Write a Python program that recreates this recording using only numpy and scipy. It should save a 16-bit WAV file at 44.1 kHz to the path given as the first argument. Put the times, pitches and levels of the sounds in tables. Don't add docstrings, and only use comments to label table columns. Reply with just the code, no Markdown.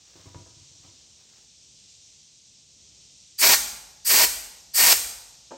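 import sys
import numpy as np
from scipy import signal
from scipy.fft import rfft, irfft
from scipy.io import wavfile

SR = 44100
rng = np.random.default_rng(int(sys.argv[2]) if len(sys.argv) > 2 else 0)


def waveform_to_disk(signal):
    frames = np.transpose(np.atleast_2d(signal))
    scaled = np.clip(frames, -1, 1) * 32767
    samples = np.round(scaled).astype(np.int16)
    wavfile.write(sys.argv[1], SR, samples)


N = 245634
TIME = np.arange(N) / SR
FREQ = np.maximum(np.arange(N // 2 + 1) * SR / N, 1)


def undb(db):
    return 10 ** (np.asarray(db) / 20)


def gains(spectrum):
    hz, db = np.transpose(spectrum)
    return undb(np.interp(np.log(FREQ), np.log(hz), db))


def shape(x, response):
    return irfft(rfft(x) * response, N)


def noise(spectrum):
    return shape(rng.standard_normal(N), gains(spectrum)) * np.sqrt(SR / 2)


def walk(rate_hz):
    curve = shape(rng.standard_normal(N), np.exp(-(FREQ / rate_hz) ** 2))
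    return (curve - curve.mean()) / curve.std()


def split(x, centres):
    log_centres = np.log(centres)
    return [shape(x, np.interp(np.log(FREQ), log_centres, pick)) for pick in np.eye(len(centres))]


def turbulent(x, depth_db, rate_hz):
    shared = walk(rate_hz)
    total = 0
    for band in split(x, np.geomspace(400, 12000, num=6)):
        flicker = walk(rate_hz) + shared / 2
        total = total + band * undb(depth_db * flicker)
    return total


def resonance(hz, width_hz):
    return 1 / (1 + 1j * (FREQ / hz - hz / FREQ) * hz / width_hz)


def narrow_noise(hz, width_hz):
    x = shape(rng.standard_normal(N), resonance(hz, width_hz) ** 2)
    return x / x.std()


# f/Hz, level/dB per Hz
LEAK_COLOUR = [(500, -120), (1400, -116), (1900, -109), (2500, -100), (4000, -93), (5000, -92), (5800, -88),
               (7400, -93.5), (8200, -99), (8900, -102), (9800, -119), (12000, -120), (15000, -137)]
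LEAK_DB, SWELL_DB, SWELL_PERIOD_S, SWELL_CREST_S = -55, 1.14, 1.204, 0.73


def leak():
    swell = SWELL_DB * np.cos(2 * np.pi * (TIME - SWELL_CREST_S) / SWELL_PERIOD_S)
    hiss = turbulent(noise(LEAK_COLOUR), depth_db=0.5, rate_hz=13)
    return hiss / hiss.std() * undb(LEAK_DB + swell)


# f/Hz, level/dB per Hz
RUMBLE_COLOUR = [(20, -104), (40, -106), (60, -87.5), (100, -92), (180, -93.5), (300, -100.5), (600, -105),
                 (1300, -115), (3000, -130)]


def workshop_rumble():
    return noise(RUMBLE_COLOUR) * undb(1.3 * walk(rate_hz=2.4))


# f/Hz, t60/s, level/dB
WORKSHOP_DECAY = [(100, 1.04, -5), (300, 0.85, -9), (742, 1.16, -11.5), (1495, 0.78, -8), (2470, 0.74, -10),
                  (4940, 0.78, -8.5), (7260, 0.73, -4), (11300, 0.6, -6), (16000, 0.41, -8)]


def room_tail(x, build_s=0.0082):
    bands = split(rng.standard_normal(N), [row[0] for row in WORKSHOP_DECAY])
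    response = 0
    for band, (_, t60, db) in zip(bands, WORKSHOP_DECAY):
        decay = np.log(1000) / t60
        response = response + band * np.exp(-decay * TIME) * undb(db) * np.sqrt(2 * decay / SR)
    return signal.fftconvolve(x, response * (1 - np.exp(-TIME / build_s)))[:N]


# f/Hz, level/dB per Hz
PAPER_COLOUR = [(150, -102), (500, -99), (1300, -103), (3000, -102), (6000, -102), (10000, -117),
                (16000, -117)]
# centre t/s, half length t/s, level/dB
TOWEL_STROKES = [(0.2, 0.1, -0.5), (0.873, 0.06, -14), (1.21, 0.015, -5), (1.385, 0.051, -3)]
RUSTLE_DB, LIFTED_S, LIFT_S = -9.5, 1.42, 0.062


def towel(crinkle_db=3.0):
    held = undb(RUSTLE_DB) * (1 - np.tanh((TIME - LIFTED_S) / LIFT_S)) / 2
    strokes = 0
    for centre, half, db in TOWEL_STROKES:
        strokes = strokes + undb(db) * np.exp(-((TIME - centre) / half) ** 2 / 2)
    return noise(PAPER_COLOUR) * (held + strokes) * undb(crinkle_db * walk(rate_hz=200))


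def struck(blows, modes, scuff_s, thud_hz, thud_db, thud_t60, spot_db=2.5, choke_s=0.008):
    ring, dull, age = np.zeros(N + SR), np.zeros(N + SR), TIME[:SR // 2]
    hz, mode_db, t60 = np.transpose(modes)
    tones = np.cos(2 * np.pi * hz[:, None] * age)
    crowd = shape(rng.standard_normal(N), resonance(thud_hz, 2.2 * thud_hz) ** 2)
    thud = undb(thud_db) * np.exp(-np.log(1000) * age / thud_t60) / crowd.std()
    for start, db, contact_ms, scuff_db, free in sorted(blows):
        first = int(start * SR)
        span = slice(first, first + len(age))
        rings = tones * np.exp(-np.log(1000) * age / (free * t60[:, None]))
        ring[span] *= free + (1 - free) * np.exp(-age / choke_s)
        push = age * np.exp(-age / (contact_ms / 4000))
        scuff = rng.standard_normal(len(age)) * np.exp(-age / scuff_s)
        force = undb(db) * (push / push.sum() + undb(scuff_db) * scuff / np.linalg.norm(scuff))
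        weights = undb(mode_db + spot_db * rng.standard_normal(len(hz)))
        ring[span] += signal.fftconvolve(force, weights @ rings)[:len(age)]
        crowd_cut = np.roll(crowd, rng.integers(N))[:len(age)]
        dull[span] += signal.fftconvolve(force, thud * crowd_cut)[:len(age)]
    return (ring + dull)[:N]


# t/s, first touch level/dB, its contact time/ms, weight of the hand level/dB, grip 0-1
HAND_TOUCHES = [(.156, -57.5, 0.65, -60, 0.45), (.196, -58.5, 1.1, -54, .6), (0.258, -52, 0.97, -44, 0.34),
                (.346, -49, 0.14, -37, .04), (.384, -57, 1.2, -43, .05), (.462, -56.5, 0.47, -54, 0.6),
                (.838, -57.5, 0.97, -52, 0.51), (.872, -61.5, 1.9, -54, 0.4)]
WEIGHT_LAG_S, PALM_CONTACT_MS, PALM_SCUFF_DB = 0.01, 3, -20.5
GRIP_SCUFF_DB = 5


def bumps():
    blows = []
    for start, touch_db, contact_ms, weight_db, grip in HAND_TOUCHES:
        grip = np.clip(grip, .01, .9)
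        scuff_db = GRIP_SCUFF_DB + 20 * np.log10(grip)
        blows.append((start, touch_db, contact_ms, scuff_db, 1 - grip))
        blows.append((start + WEIGHT_LAG_S, weight_db, PALM_CONTACT_MS, PALM_SCUFF_DB, 1 - grip))
    return blows


DRAG_START_S, JERK_GAP_S, JERK_SCATTER_S = 0.57, 0.045, 0.0073
JERK_DB, JERK_CONTACT_MS, DRAG_GRIP = -55, 4.7, 0.35


def jerks(count, scatter_db=3.5):
    blows = []
    for k, (late, strong) in enumerate(rng.standard_normal((count, 2))):
        start = DRAG_START_S + k * JERK_GAP_S + JERK_SCATTER_S * late
        db = JERK_DB + scatter_db * strong
        blows.append((start, db, JERK_CONTACT_MS, PALM_SCUFF_DB, 1 - DRAG_GRIP))
    return blows


# f/Hz, level/dB, t60/s
WALL_MODES = [(93, -5, 0.36), (116.4, 0, 0.21), (145.6, -4, 0.22), (279.6, -6, 0.43), (333, -1, 0.3),
              (507, -5, 0.22), (650, -2.5, 0.15), (790, -14, .25), (970, -3, 0.25), (1060, -10, 0.17),
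              (1410, -20, .08), (2060, -4, 0.026)]


def hand_on_tank():
    blows = bumps() + jerks(count=6)
    return struck(blows, WALL_MODES, scuff_s=0.039, thud_hz=530, thud_db=1.5, thud_t60=0.074)


# trigger pressed t/s, full flow t/s, trigger released t/s,
# valve hiss level/dB, roar level/dB at full flow, roar swell/dB per s
GUN_BLASTS = [(3.378, 3.423, 3.547, 1.5, 2.5, -12.5), (4.043, 4.097, 4.2475, 1.5, -2.5, 20.5),
              (4.733, 4.779, 4.928, 3, -1.97, 20)]
# f/Hz, level/dB per Hz
VALVE_COLOUR = [(200, -86.5), (1000, -80), (1900, -69.5), (3000, -71.5), (3800, -73), (4700, -60.5),
                (5400, -63), (7200, -62.5), (7900, -59), (8600, -58), (9400, -61), (12200, -59.5),
                (16000, -63.5)]
# f/Hz, level/dB per Hz
ROAR_COLOUR = [(30, -74), (120, -76), (270, -69.5), (450, -66.5), (750, -62), (1350, -63.5), (2400, -56),
               (3400, -61.5), (4500, -56), (5900, -57.5), (7600, -62.5), (10300, -72.5), (12200, -59.5),
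               (15700, -61)]


def air_gun(open_s=0.025, build_s=0.0051, close_s=0.0093, whistle_hz=4700, whistle_db=-33,
            boom_db=-50, boom_hz=50, boom_rise_s=0.14, boom_s=0.15):
    valve, seat, jet, boom = 0, 0, 0, 0
    for press, full, release, hiss_db, roar_db, swell_db in GUN_BLASTS:
        held, after = np.maximum(TIME - press, 0), np.maximum(TIME - release, 0)
        shut = np.exp(-after / close_s)
        opening = 1 - np.exp(-(held / open_s) ** 1.75)
        flow = (1 + np.tanh((TIME - full) / (2 * build_s))) / 2
        valve = valve + undb(hiss_db) * opening * shut
        seat = seat + 4 * opening * (1 - opening) * (1 - flow)
        swell = swell_db * (np.clip(TIME, full, release) - full)
        jet = jet + undb(roar_db + swell) * flow * shut
        boom_rise = 1 - np.exp(-np.maximum(TIME - full, 0) / boom_rise_s)
        boom = boom + boom_rise * np.exp(-after / boom_s)
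    hiss = valve * noise(VALVE_COLOUR)
    roar = jet * turbulent(noise(ROAR_COLOUR), depth_db=1.26, rate_hz=40)
    whistle = undb(whistle_db) * seat * narrow_noise(whistle_hz, width_hz=440)
    low_boom = undb(boom_db) * boom * narrow_noise(boom_hz, width_hz=27)
    return hiss + roar + whistle + low_boom


# f/Hz, width/Hz, gain level/dB
TANK_RESONANCES = [(405, 22, 1), (652, 27, -2), (968, 15, 7.5), (1114, 16, -2.5), (1847, 11.4, 7.5),
                   (2140, 41.75, -9), (2270, 9.8, -2), (4420, 16, -5), (4430, 21, -1), (5320, 29.917, 0.5),
                   (5900, 27, -8), (7120, 21, -10), (8704, 26, -23)]


def tank_air(jet):
    return shape(jet, sum(undb(db) * resonance(hz, width) for hz, width, db in TANK_RESONANCES))


# t/s, level/dB, contact time/ms, scuff level/dB relative to the push, share of the free ring time
HOSE_KNOCKS = [(5.509, -47, 0.43, -11, .6), (5.515, -36, 0.65, -19, 1), (5.535, -41, 0.95, -13, 1)]
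# f/Hz, level/dB, t60/s
CLUNK_MODES = [(267, -6, 0.34), (342, -10, 0.15), (553, 1, 0.15), (690, -4, 0.15), (885, -0.5, 0.2),
               (950, -5, 0.18), (1000, -12, 0.2), (1310, -20, .08), (1500, -27, .08), (2100, -15, .04),
               (2450, -12, .03)]


def hose():
    return struck(HOSE_KNOCKS, CLUNK_MODES, scuff_s=0.043, thud_hz=760, thud_db=3.0, thud_t60=0.072)


# f/Hz, level/dB
STEREO_WIDTH = [(60, -19), (300, -8), (1300, -2.5), (1900, -10.5), (2300, -38.5), (3000, -1.5),
                (4500, -14.5), (5500, -62), (8200, -55), (9300, -7.5), (12000, -35.5), (14000, -10.5),
                (16000, -9)]


def scene(bounce_ms=1.9, bounce_db=-10):
    air = air_gun()
    near = leak() + workshop_rumble() + towel() + hand_on_tank() + air + hose()
    bounce = undb(bounce_db) * shape(near, np.exp(-2j * np.pi * FREQ * bounce_ms / 1000))
    mid = near + tank_air(air) + room_tail(near)
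    side = shape(bounce + room_tail(near), gains(STEREO_WIDTH))
    return np.array([mid + side, mid - side])


# f/Hz, phase/rad
PORT_LEAD = [(0, 0), (8750, 0), (9250, 1.7), (9750, 2.9), (10500, 3.4), (11000, 4.5), (11850, 6.2),
             (12350, 6.35), (13200, 8.3), (13550, 9.2), (14250, 9.8), (14750, 11.1), (15250, 12.57)]
TOP_HZ = 15850


def record(dry, low_cut_hz=35):
    lead = np.interp(FREQ, *np.transpose(PORT_LEAD))
    ports = shape(dry, np.exp(1j * np.array([lead, -lead]) / 2))
    low_cut = signal.butter(4, low_cut_hz, "high", fs=SR, output="sos")
    top_cut = signal.ellip(12, .1, 90, TOP_HZ, fs=SR, output="sos")
    return signal.sosfilt(top_cut, signal.sosfilt(low_cut, ports))


dry = scene()
out = record(dry)
waveform_to_disk(out)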